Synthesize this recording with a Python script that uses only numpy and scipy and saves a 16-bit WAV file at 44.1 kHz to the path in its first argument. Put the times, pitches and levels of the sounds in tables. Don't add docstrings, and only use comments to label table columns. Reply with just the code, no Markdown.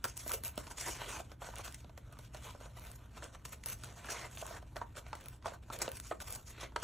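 import sys
import numpy as np
from scipy import signal
from scipy.fft import rfft, irfft, next_fast_len
from scipy.io import wavfile
from scipy.ndimage import uniform_filter1d

SR = 44100
rng = np.random.default_rng(int(sys.argv[2]) if len(sys.argv) > 2 else 0)


def inscribe(sig):
    pcm = np.round(np.clip(np.atleast_2d(sig).T, -1, 1) * 32767)
    wavfile.write(sys.argv[1], SR, pcm.astype(np.int16))


N = 301379

# frequency in Hz, level in dB, time to fall by 60 dB in s.
SHEET = [(328, -3.5, 0.06), (540, -0.5, 0.042), (645.3, 3, 0.071), (809, -0.5, 0.041), (1028, 8.5, 0.04),
         (1283, 0.5, 0.074), (1504, 5.5, 0.057), (1822, -3.5, 0.067), (2090, -10, 0.044), (2540, -17, .05)]


def gain_of(db):
    return 10 ** (np.asarray(db) / 20)


def evened(x):
    return x / np.sqrt(np.mean(x ** 2) + 1e-20)


def smoothed(x, width, axis=-1):
    return uniform_filter1d(uniform_filter1d(x, width, axis), width, axis)


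def read(points, hz):
    f, value = np.transpose(points)
    return np.interp(np.log(hz + 1), np.log(f + 1), value)


def add(mix, s, sound):
    part = mix[round(s * SR):][:len(sound)]
    part += sound[:len(part)]


def coloured(x, points):
    size = next_fast_len(len(x))
    gain = gain_of(read(points, np.fft.rfftfreq(size, 1 / SR)))
    return irfft(rfft(x, size) * gain, size)[..., :len(x)]


def band(x, lo_hz, hi_hz):
    sos = signal.butter(2, [lo_hz, min(hi_hz, SR / 2.5)], "band", fs=SR, output="sos")
    return signal.sosfilt(sos, x)


def ring(hz, db, t60):
    t = np.arange(SR // 8)[:, None] / SR
    return (gain_of(db - 60 * t / t60) * np.sin(2 * np.pi * hz * t)).sum(1)


def levels():
    rips = [(0.012, 0.042, 0.062, 0.061, -61.5, -4, 2, -9), (0.038, 0.0043, 0.012, 0.018, -47, 4.5, 1.5, 6),
            (0.067, 0.012, 0.02, 0.018, -49.5, -13, -11, -3),
            (0.138, 0.061, 0.0021, 0.099, -53, -9.0, -3.5, 0.0), (0.156, 0.018, 0, 0.02, -49, -6, -12, 1.0),
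            (0.158, 0.18, 0.0, 0.08, -46.5, 2, -1.0, 8.5),
            (0.424, 0.019, 0.032, 0.07, -52, -2.5, -2.5, 8.5),
            (0.552, 0.026, 0.001, 0.38, -58.5, 3.5, 1.0, -1), (0.657, 0.008, 0.013, 0.025, -64, 2.5, 2, -7),
            (0.677, 0.041, 0.0, 0.02, -48.5, 2, -3, -4), (0.75, 0.031, 0.13, 0.24, -49, -5.0, -3, -3),
            (0.795, 0.0055, 0.012, 0.022, -47, -15, -13, -3),
            (0.84, 0.16, 0.035, 0.16, -59.5, 11, 10, -1.0),
            (0.859, 0.0085, 0.025, 0.06, -47.5, 0.5, -0.5, -6), (0.978, 0.11, 0.067, 0.15, -51, 4.5, 4, -2),
            (1.173, 0.022, 0.018, 0.02, -60.5, 8, 5, 4), (1.293, 0.027, 0.0039, 0.029, -63.0, 7.5, 6.5, 6),
            (1.395, 0.021, 0.04, 0.25, -57, 7, 3.5, 1.0), (1.509, 0.071, 0.031, 0.049, -57.5, 6, 4, -1.0),
            (1.618, 0.03, 0.015, 0.21, -56, 1, 2.5, 3.5), (1.734, 0.011, 0.0035, 0.025, -54.5, -3, 3.5, 0),
            (1.773, 0.014, 0.018, 0.03, -64.5, -11, 1, -2),
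            (1.973, 0.0025, 0.005, 0.031, -62.5, 7.5, 2.5, 6), (2.087, 0.16, 0.002, 0.12, -66, 1, 2, 0),
            (2.122, 0.005, 0, 0.028, -67, 8, 6, 1.0), (2.182, 0.0064, 0.0027, 0.04, -64, 4, 2, 3),
            (2.306, 0.035, 0.033, 0.057, -63.5, 2.5, 2.5, 2), (2.315, 0.142, 0.0, 0.25, -58, 3, 5, 3),
            (2.59, 0.015, 0.011, 0.29, -64.5, 7.5, 4, -4),
            (2.724, 0.049, 0.015, 0.018, -62.5, 3.5, 5.5, 2.0),
            (2.792, 0.015, 0.11, 0.076, -65.5, 4, 4, 6.5), (2.927, 0.02, 0.015, 0.02, -65.5, -8, -11, 8),
            (3.095, 0.079, 0.0062, 0.06, -59, 7.0, 4.0, -5),
            (3.185, 0.044, 0.011, 0.11, -59.0, 9.5, 5, -16),
            (3.229, 0.008, 0.005, 0.043, -55.5, 3, -1.0, -15),
            (3.306, 0.046, 0.00048, 0.027, -59.5, 8, 3, -8),
            (3.441, 0.0063, 0.0069, 0.26, -61, -4, -2.0, -1),
            (3.447, 0.0062, 0.0027, 0.023, -46.5, -5.5, -1.5, -1.0),
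            (3.495, 0.036, 0.0042, 0.026, -51, -2.5, 0.0, 3.0),
            (3.608, 0.087, 0.026, 0.099, -54, -0.5, -0.5, 3),
            (3.629, 0.0075, 0.0014, 0.017, -56, -16, 5, 0), (3.654, 0.007, 0.072, 0.021, -59.5, 0, 2, 12),
            (3.75, 0.045, 0.072, 0.08, -65, 0, 0, -5), (3.833, 0.0034, 0.0013, 0.02, -52.0, -1, -5, -4),
            (3.841, 0.015, 0.059, 0.17, -65.5, 7, 4.5, -1), (3.881, 0.095, 0.01, 0.16, -60.0, 1, 2, -3),
            (3.996, 0.052, 0.2, 0.11, -57.5, 5.5, 4.5, -6), (4.083, 0.02, 0.02, 0.045, -43, -7, -3.5, -6),
            (4.124, 0.01, 0.02, 0.057, -54, 0, 0, -1), (4.28, 0.14, 0.0, 0.03, -51.5, -4, 0.0, -4),
            (4.29, 0.024, 0.2, 0.14, -62, 2.5, -1.5, 3), (4.461, 0.0024, 0.12, 0.04, -61, 9, 4.5, -6),
            (4.612, 0.011, 0, 0.041, -69, 6, 3, 3), (4.662, 0.016, 0.0035, 0.04, -74, 3, 4, -1),
            (4.75, 0.01, 0.00016, 0.092, -59, 13, 7.5, 2),
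            (4.804, 0.0097, 0.012, 0.04, -63.5, 17.5, 8.5, -4),
            (4.941, 0.027, 0.014, 0.055, -54.5, 1.5, 3, -1.0),
            (5.032, 0.025, 0.21, 0.22, -70.0, 8.5, 6.5, -3), (5.12, 0.22, 0.0, 0.091, -66.0, 3, 1.0, 3.0),
            (5.123, 0.0074, 0.00076, 0.029, -66, 12, 8, -4), (5.145, 0.0068, 0, 0.03, -57, 5, 4, 2),
            (5.416, 0.051, 0, 0.14, -54.5, 6, 4.5, -7), (5.521, 0.016, 0.008, 0.036, -61.5, 11.5, 4.5, 3),
            (5.616, 0.011, 0.01, 0.023, -69.5, 6.5, 6, -2), (5.628, 0.12, 0.016, 0.029, -57.0, 7.0, 3.5, 1),
            (5.675, 0.14, 0.033, 0.28, -59.5, 10, 5.5, -4), (5.723, 0.003, 0.014, 0.021, -49, 5, 2, 3),
            (5.813, 0.0053, 0.00078, 0.025, -38, -4, -5.5, 5),
            (5.883, 0.073, 0.018, 0.056, -56.5, -4, -1, 3), (5.953, 0.11, 0.0039, 0.2, -56.5, -8, -4.0, -2),
            (6.105, 0.007, 0.015, 0.016, -59, 21, 13.5, -4.5), (6.182, 0.15, 0.0, 0.16, -53, 3, 0, 7),
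            (6.192, 0.017, 0.014, 0.023, -50.5, 1, 1.5, 3), (6.234, 0.047, 0.002, 0.02, -52, -2.5, 0, 5),
            (6.344, 0.0065, 0.013, 0.018, -54.5, 3, -7, 6.0),
            (6.435, 0.036, 0.04, 0.048, -59.0, -10.0, -5.5, 3),
            (6.456, 0.18, 0.0, 0.085, -58.5, 10.5, 12, 0.0),
            (6.594, 0.014, 0.0014, 0.047, -48.5, -17, 2.5, -5),
            (6.758, 0.0028, 0.004, 0.025, -52, 18, 12, -8), (6.765, 0.026, 0.044, 0.04, -62.5, 5, 4.5, -3),
            (6.817, 0.012, 0.005, 0.04, -48, 9.0, 0.5, -7.0)]
    # time in seconds, rustle in dB.
    rustle = [(0, -79), (1.2, -72), (1.38, -86.5), (1.8, -79), (1.951, -83.5), (2.1, -78), (2.3, -82),
              (2.6, -82), (3.05, -78), (4.6, -84.5), (4.72, -77.5), (4.8, -82), (4.92, -79.5), (5.2, -82),
              (5.37, -101), (5.498, -74), (5.6, -85), (6.83, -80)]
    layer_db = np.array([[0], [9], [6], [4]])
    rip_shape_db = [-30.24, -0.945, 0.189, -69.615]

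    rustle_db = np.interp(np.arange(N) / SR, *np.transpose(rustle))
    power = gain_of(rustle_db + layer_db) ** 2
    for start, *stages, pull_db, sheet_db, coarse_db, finest_db in rips:
        swell, hold, half_fade = np.maximum(stages, 1e-4)
        corners = np.cumsum([0, swell, hold, 2 * half_fade])
        shape_db = np.interp(np.arange(0, corners[-1], 1 / SR), corners, rip_shape_db)
        for layer, db in zip(power, (0, sheet_db, coarse_db, finest_db)):
            add(layer, max(start, 0), gain_of(pull_db + db + shape_db) ** 2)
    return np.sqrt(power)


def breaks(per_s, spread_db, clump_db):
    size_db = spread_db * np.minimum(rng.exponential(1, N), 5)
    size = gain_of(size_db) * rng.choice([-1, 1], N)
    clumps = evened(smoothed(rng.standard_normal(N), 300))
    happens = rng.random(N) < per_s / SR
    return evened(size * happens * gain_of(clump_db * clumps))


def patchy(x, wide_db, narrow_db):
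    z = signal.stft(x, nperseg=256, noverlap=192)[2]
    wide, narrow = rng.standard_normal(z.shape[::-1] + (2,)).T
    wide = evened(uniform_filter1d(smoothed(wide, 10, 1), 7, 0))
    narrow = evened(uniform_filter1d(smoothed(narrow, 30, 1), 2, 0))
    z = z * gain_of(wide_db * wide + narrow_db * narrow)
    return evened(signal.istft(z, nperseg=256, noverlap=192)[1][:N])


def tearing(fine, sheet, coarse, crisp):
    # frequency in Hz, level in dB.
    coarse_colour = [(700, -32), (1500, -0.5), (2000, 6), (2600, 4.5), (3500, 1.5), (4300, -3.5),
                     (5000, -18.5), (6000, -72)]
    fine_colour = [(3600, -31.5), (5000, -2), (5600, -1.5), (6300, 0.5), (6570, 0.5), (6850, 0.5),
                   (9500, -5.5), (10600, -8.5), (11800, -19)]
    crisp_colour = [(9500, -54), (10600, -4), (11500, 11.5), (12700, 11), (13500, 1), (15600, 2),
                    (15900, -24), (16200, -29)]

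    train = patchy(breaks(9000, 3.06, 1.75), wide_db=1.5, narrow_db=2.5)
    hz, db, t60 = np.transpose(SHEET)
    body = band(ring(hz, db, 0.19 * t60), 413, 10800)
    body = body / np.linalg.norm(body)
    out = signal.oaconvolve(sheet * train, body)[:N]
    # (level, extra dB, colour)
    grades = ((fine, 1.5, fine_colour), (coarse, 0.7, coarse_colour), (crisp, -2.5, crisp_colour))
    for level, extra_db, colour in grades:
        out += gain_of(extra_db) * level * evened(coloured(train, colour))
    return out


def room():
    # frequency in Hz, relative level in dB per Hz.
    air = [(20, -16), (33, -5), (46, 2), (71, 3), (122, -1), (141, -6.5), (172, -9.5), (300, -14),
           (400, -22.5), (740, -32.5), (1500, -33.5), (3000, -47.5), (8000, -72), (15800, -45),
           (16200, -74)]
    # frequency in Hz, width in Hz (twice the rms waver), peak level in dB.
    hum = [(58.14, 9.36, -56), (119.8, 8.07, -59.5)]

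    noise = np.array([coloured(v, air) for v in rng.standard_normal((2, N))])
    out = gain_of(-55) * evened(noise)
    for tone_hz, width_hz, db in hum:
        drift = evened(smoothed(rng.standard_normal(N), 3000))
        wavering_hz = tone_hz + 0.5 * width_hz * drift
        out += gain_of(db) * np.sin(2 * np.pi * np.cumsum(wavering_hz) / SR)
    return out


def reflections(x):
    # frequency in Hz, time to fall by 60 dB in s.
    decay = [(300, 0.28), (1000, 0.18), (4000, 0.16), (12000, 0.14)]
    taps = np.zeros((2, SR // 4))
    slots = np.arange(140, SR // 4 - 20, 20)
    places = slots + rng.integers(0, 20, (2, len(slots)))
    np.put_along_axis(taps, places, rng.choice([-1., 1.], (2, len(slots))), 1)
    hz, t, z = signal.stft(taps, SR, nperseg=256)
    fall = gain_of(-60 * t / read(decay, hz)[:, None])
    tail = signal.istft(z * fall, SR, nperseg=256)[1]
    tail = tail / np.linalg.norm(tail, axis=1, keepdims=True)
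    return signal.fftconvolve(x[None], tail, axes=1)[:, :N]


def snaps():
    # start in seconds, drive of the sheet in dB, nominal pitch of the patch in Hz,
    # peak of the crack in dB, drive of the thud of the whole roll in dB.
    buckles = [(0.042, -31, 1350, -33, -60), (0.263, -36, 579, -49, -43.5), (0.296, -38, 1050, -35, -56),
               (0.312, -31, 1270, -55, -58), (0.436, -42.5, 1220, -48, -49), (0.577, -31, 600, -32, -34.5),
               (0.669, -46, 1320, -42, -49), (0.711, -46, 1400, -54, -52), (0.803, -52, 1440, -52, -65),
               (0.872, -35.5, 1040, -41, -46), (0.997, -48, 1580, -57, -66), (1.201, -38, 620, -47, -56),
               (1.317, -43, 590, -43, -65), (1.419, -32.5, 720, -41.5, -53), (1.444, -41, 740, -42, -52),
               (1.488, -36, 630, -48, -65), (1.538, -39.5, 885, -51, -57), (1.564, -44, 1420, -38, -59),
               (1.594, -34.5, 790, -57, -49), (1.678, -43, 692, -36.5, -50.5),
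               (1.845, -43.5, 700, -50.5, -51), (1.895, -46.5, 680, -52.5, -68),
               (1.977, -41, 545, -41.5, -56), (2.17, -50, 1040, -54, -55), (2.191, -44.5, 690, -48, -55),
               (2.347, -36, 680, -43, -62), (2.471, -44, 895, -52, -61), (2.549, -39.5, 660, -67, -52),
               (2.611, -44, 524, -53, -62), (2.657, -43.5, 673, -47, -53), (3.171, -47, 900, -46, -60),
               (3.224, -36, 1550, -56, -58), (3.348, -47, 1180, -48, -63), (3.453, -45, 950, -42, -76),
               (3.637, -55, 1290, -45.5, -71), (3.66, -41.5, 466, -50, -63),
               (3.837, -41.5, 1380, -40.5, -65), (4.045, -37.5, 1450, -45, -55),
               (4.087, -33.5, 1630, -51, -66), (4.373, -45, 660, -36, -63), (4.425, -31.5, 630, -58, -80),
               (4.455, -37, 900, -49, -65), (4.509, -37, 620, -62, -65), (4.626, -44, 680, -51, -70),
               (4.766, -33, 620, -33, -65), (4.815, -28.5, 920, -47, -46.5), (4.954, -48, 600, -45, -69),
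               (4.969, -40.5, 1640, -43, -64), (5.065, -47, 666, -43, -70), (5.13, -29, 960, -36.5, -53),
               (5.425, -54, 1020, -51, -68), (5.445, -43, 988, -52, -57), (5.458, -22, 855, -34, -49),
               (5.52, -37, 634, -61, -56), (5.701, -29.5, 1040, -39.5, -44),
               (5.817, -29.5, 735, -45, -40.5), (5.879, -25, 600, -31, -39), (6.113, -24, 615, -60, -55),
               (6.203, -40.5, 1390, -41, -65), (6.647, -41, 644, -43, -60), (6.721, -48, 950, -58, -55),
               (6.762, -23, 940, -27.5, -51)]
    out, t = np.zeros(N), np.arange(SR // 8) / SR
    hz, db, t60 = np.transpose(SHEET)
    detune = rng.uniform(0.842, 1.03, (len(buckles), len(hz)))
    noise = rng.standard_normal((len(buckles), 512))
    thud = 1.42 * ring(np.array([270.]), 0, 0.027) * (1 - np.exp(-t / 0.0009))
    for (s, sheet_db, patch_hz, crack_db, thud_db), bend, puff in zip(buckles, detune, noise):
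        near_db = -9.0 * abs(np.log2(hz / patch_hz))
        body = ring(hz * bend, db + near_db, t60 * 0.55)
        body = body * (1 - np.exp(-t / 0.0028))
        knock = ring(np.array([1.031 * patch_hz]), 0, 0.012) * (1 - np.exp(-t / 0.00088))
        add(out, s, gain_of(sheet_db) * band(0.51 * body / abs(body).max() + 1.47 * knock, 405, 9100))
        add(out, s, gain_of(thud_db) * thud)
        crack = band(puff * gain_of(-60 * t[:512] / 0.016), 940, 4340)
        add(out, s, gain_of(crack_db) * crack / abs(crack).max())
    return out


def ticks(finest):
    # start in seconds, peak in dB before the last colouring,
    # pitch in Hz.
    sharp = [(0.0424, -14, 12500), (0.1692, -28, 10000), (0.176, -22, 11300), (0.2653, -32, 13100),
             (0.279, -20, 12900), (0.294, -23, 12700), (0.318, -17, 11000), (0.3278, -32, 12300),
             (0.336, -17.5, 12600), (0.3403, -19, 12700), (0.354, -25, 12500), (0.4371, -23, 11700),
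             (0.449, -20.5, 11100), (0.48, -22, 12400), (0.5786, -21.5, 10800), (0.67, -41, 9200),
             (0.712, -36, 10200), (1.557, -29.5, 8240), (1.5842, -28.5, 9400), (1.647, -32, 10200),
             (1.652, -35, 10300), (1.7245, -32, 10200), (1.7448, -28.5, 7700), (2.1254, -39, 13100),
             (2.189, -33.5, 12000), (2.3463, -32, 9050), (2.796, -34, 13400), (2.869, -33.5, 13100),
             (2.9156, -32.5, 9100), (3.2332, -44, 7500), (3.2418, -31, 6900), (3.458, -33, 7700),
             (3.493, -36, 10900), (3.6378, -33, 7300), (3.66, -19, 12600), (3.687, -22, 13700),
             (3.7, -25, 13700), (3.7204, -33, 12300), (3.73, -25, 12400), (3.742, -34, 11300),
             (3.8362, -27, 8100), (3.8446, -27, 10300), (4.101, -34, 9200), (4.107, -20.5, 7900),
             (4.466, -27, 9420), (5.0829, -41, 10700), (5.153, -32, 9600), (5.21, -37, 12400),
             (5.2407, -39, 10900), (5.259, -30.5, 12100), (5.285, -26.5, 12600), (5.4587, -33, 8150),
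             (5.789, -24.5, 12000), (5.817, -25.5, 8750), (5.822, -25, 9900), (5.89, -28.5, 11000),
             (5.917, -25, 12500), (5.9698, -25, 12000), (6, -22.5, 9800), (6.2025, -29.5, 9600),
             (6.306, -25, 12700), (6.325, -22, 11700), (6.354, -32, 13750), (6.3592, -27.5, 12400),
             (6.7637, -34, 7140)]
    small_range = (8260, 13600)
    small_per_s = 25
    least_db, spread_db = 12.5, 3.5

    out, t = np.zeros(N), np.arange(256) / SR
    puffs = rng.standard_normal((len(sharp) + 400, 256))
    wait, size, pitch = rng.random((400, 3)).T
    when = np.cumsum(-np.log(wait)) / small_per_s
    finest_db = 20 * np.log10(finest[np.minimum(when * SR, N - 1).astype(int)])
    small_db = finest_db + least_db - spread_db * np.log(size)
    small = zip(when, small_db, np.interp(pitch, (0, 1), small_range))
    every = list(sharp) + [row for row in small if row[0] < N / SR]
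    for (s, level_db, tick_hz), puff in zip(every, puffs):
        puff = puff * gain_of(-60 * t / 0.007)
        pitched = band(puff, 0.72 * tick_hz, min(1.25 * tick_hz, 15800))
        tick = pitched + 1.04 * band(puff, 1560, SR / 2.5)
        add(out, s, gain_of(level_db) * tick / abs(tick).max())
    return coloured(out, [(7000, -6.5), (11500, -6.0), (15700, 2.0), (16400, -19)])


def scene():
    level = levels()
    paper = tearing(*level) + snaps() + ticks(level[-1])
    near, around = reflections(paper)
    return np.array([paper + gain_of(-12.5) * near, around]) + room()


def record(dry):
    # frequency in Hz, lead in turns.
    lead = [(3900, 0), (4480, -.03), (4820, -.24), (5340, -.94), (5700, -.99), (7500, -1), (8350, -1.1),
            (12800, -1.42), (13300, -1.47), (16500, -1.47)]
    # frequency in Hz, gain in dB.
    apart = [(60, -49), (140, -18.5), (330, -11), (600, -12), (900, -11), (1300, -17), (1800, -44.5),
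             (4000, -26.5), (5000, -12), (6000, -25.5), (8000, -14), (10000, -10), (16000, -7)]
    # frequency in Hz, difference in dB.
    louder = [(150, 0), (260, -2.4), (550, -3), (900, -1.6), (1700, 0)]

    size = next_fast_len(N)
    hz = np.fft.rfftfreq(size, 1 / SR)
    shared, unshared = rfft(dry, size)
    unshared = unshared * gain_of(read(apart, hz))
    tilt = gain_of(read(louder, hz) / 2) * np.exp(1j * np.pi * read(lead, hz))
    ports = irfft(np.array([shared * tilt + unshared, shared / tilt - unshared]), size)[:, :N]
    low_pass = signal.firwin(511, 16900, window=("kaiser", 9), fs=SR)
    return signal.oaconvolve(ports, low_pass[None], "same")


dry = scene()
out = record(dry)
inscribe(out)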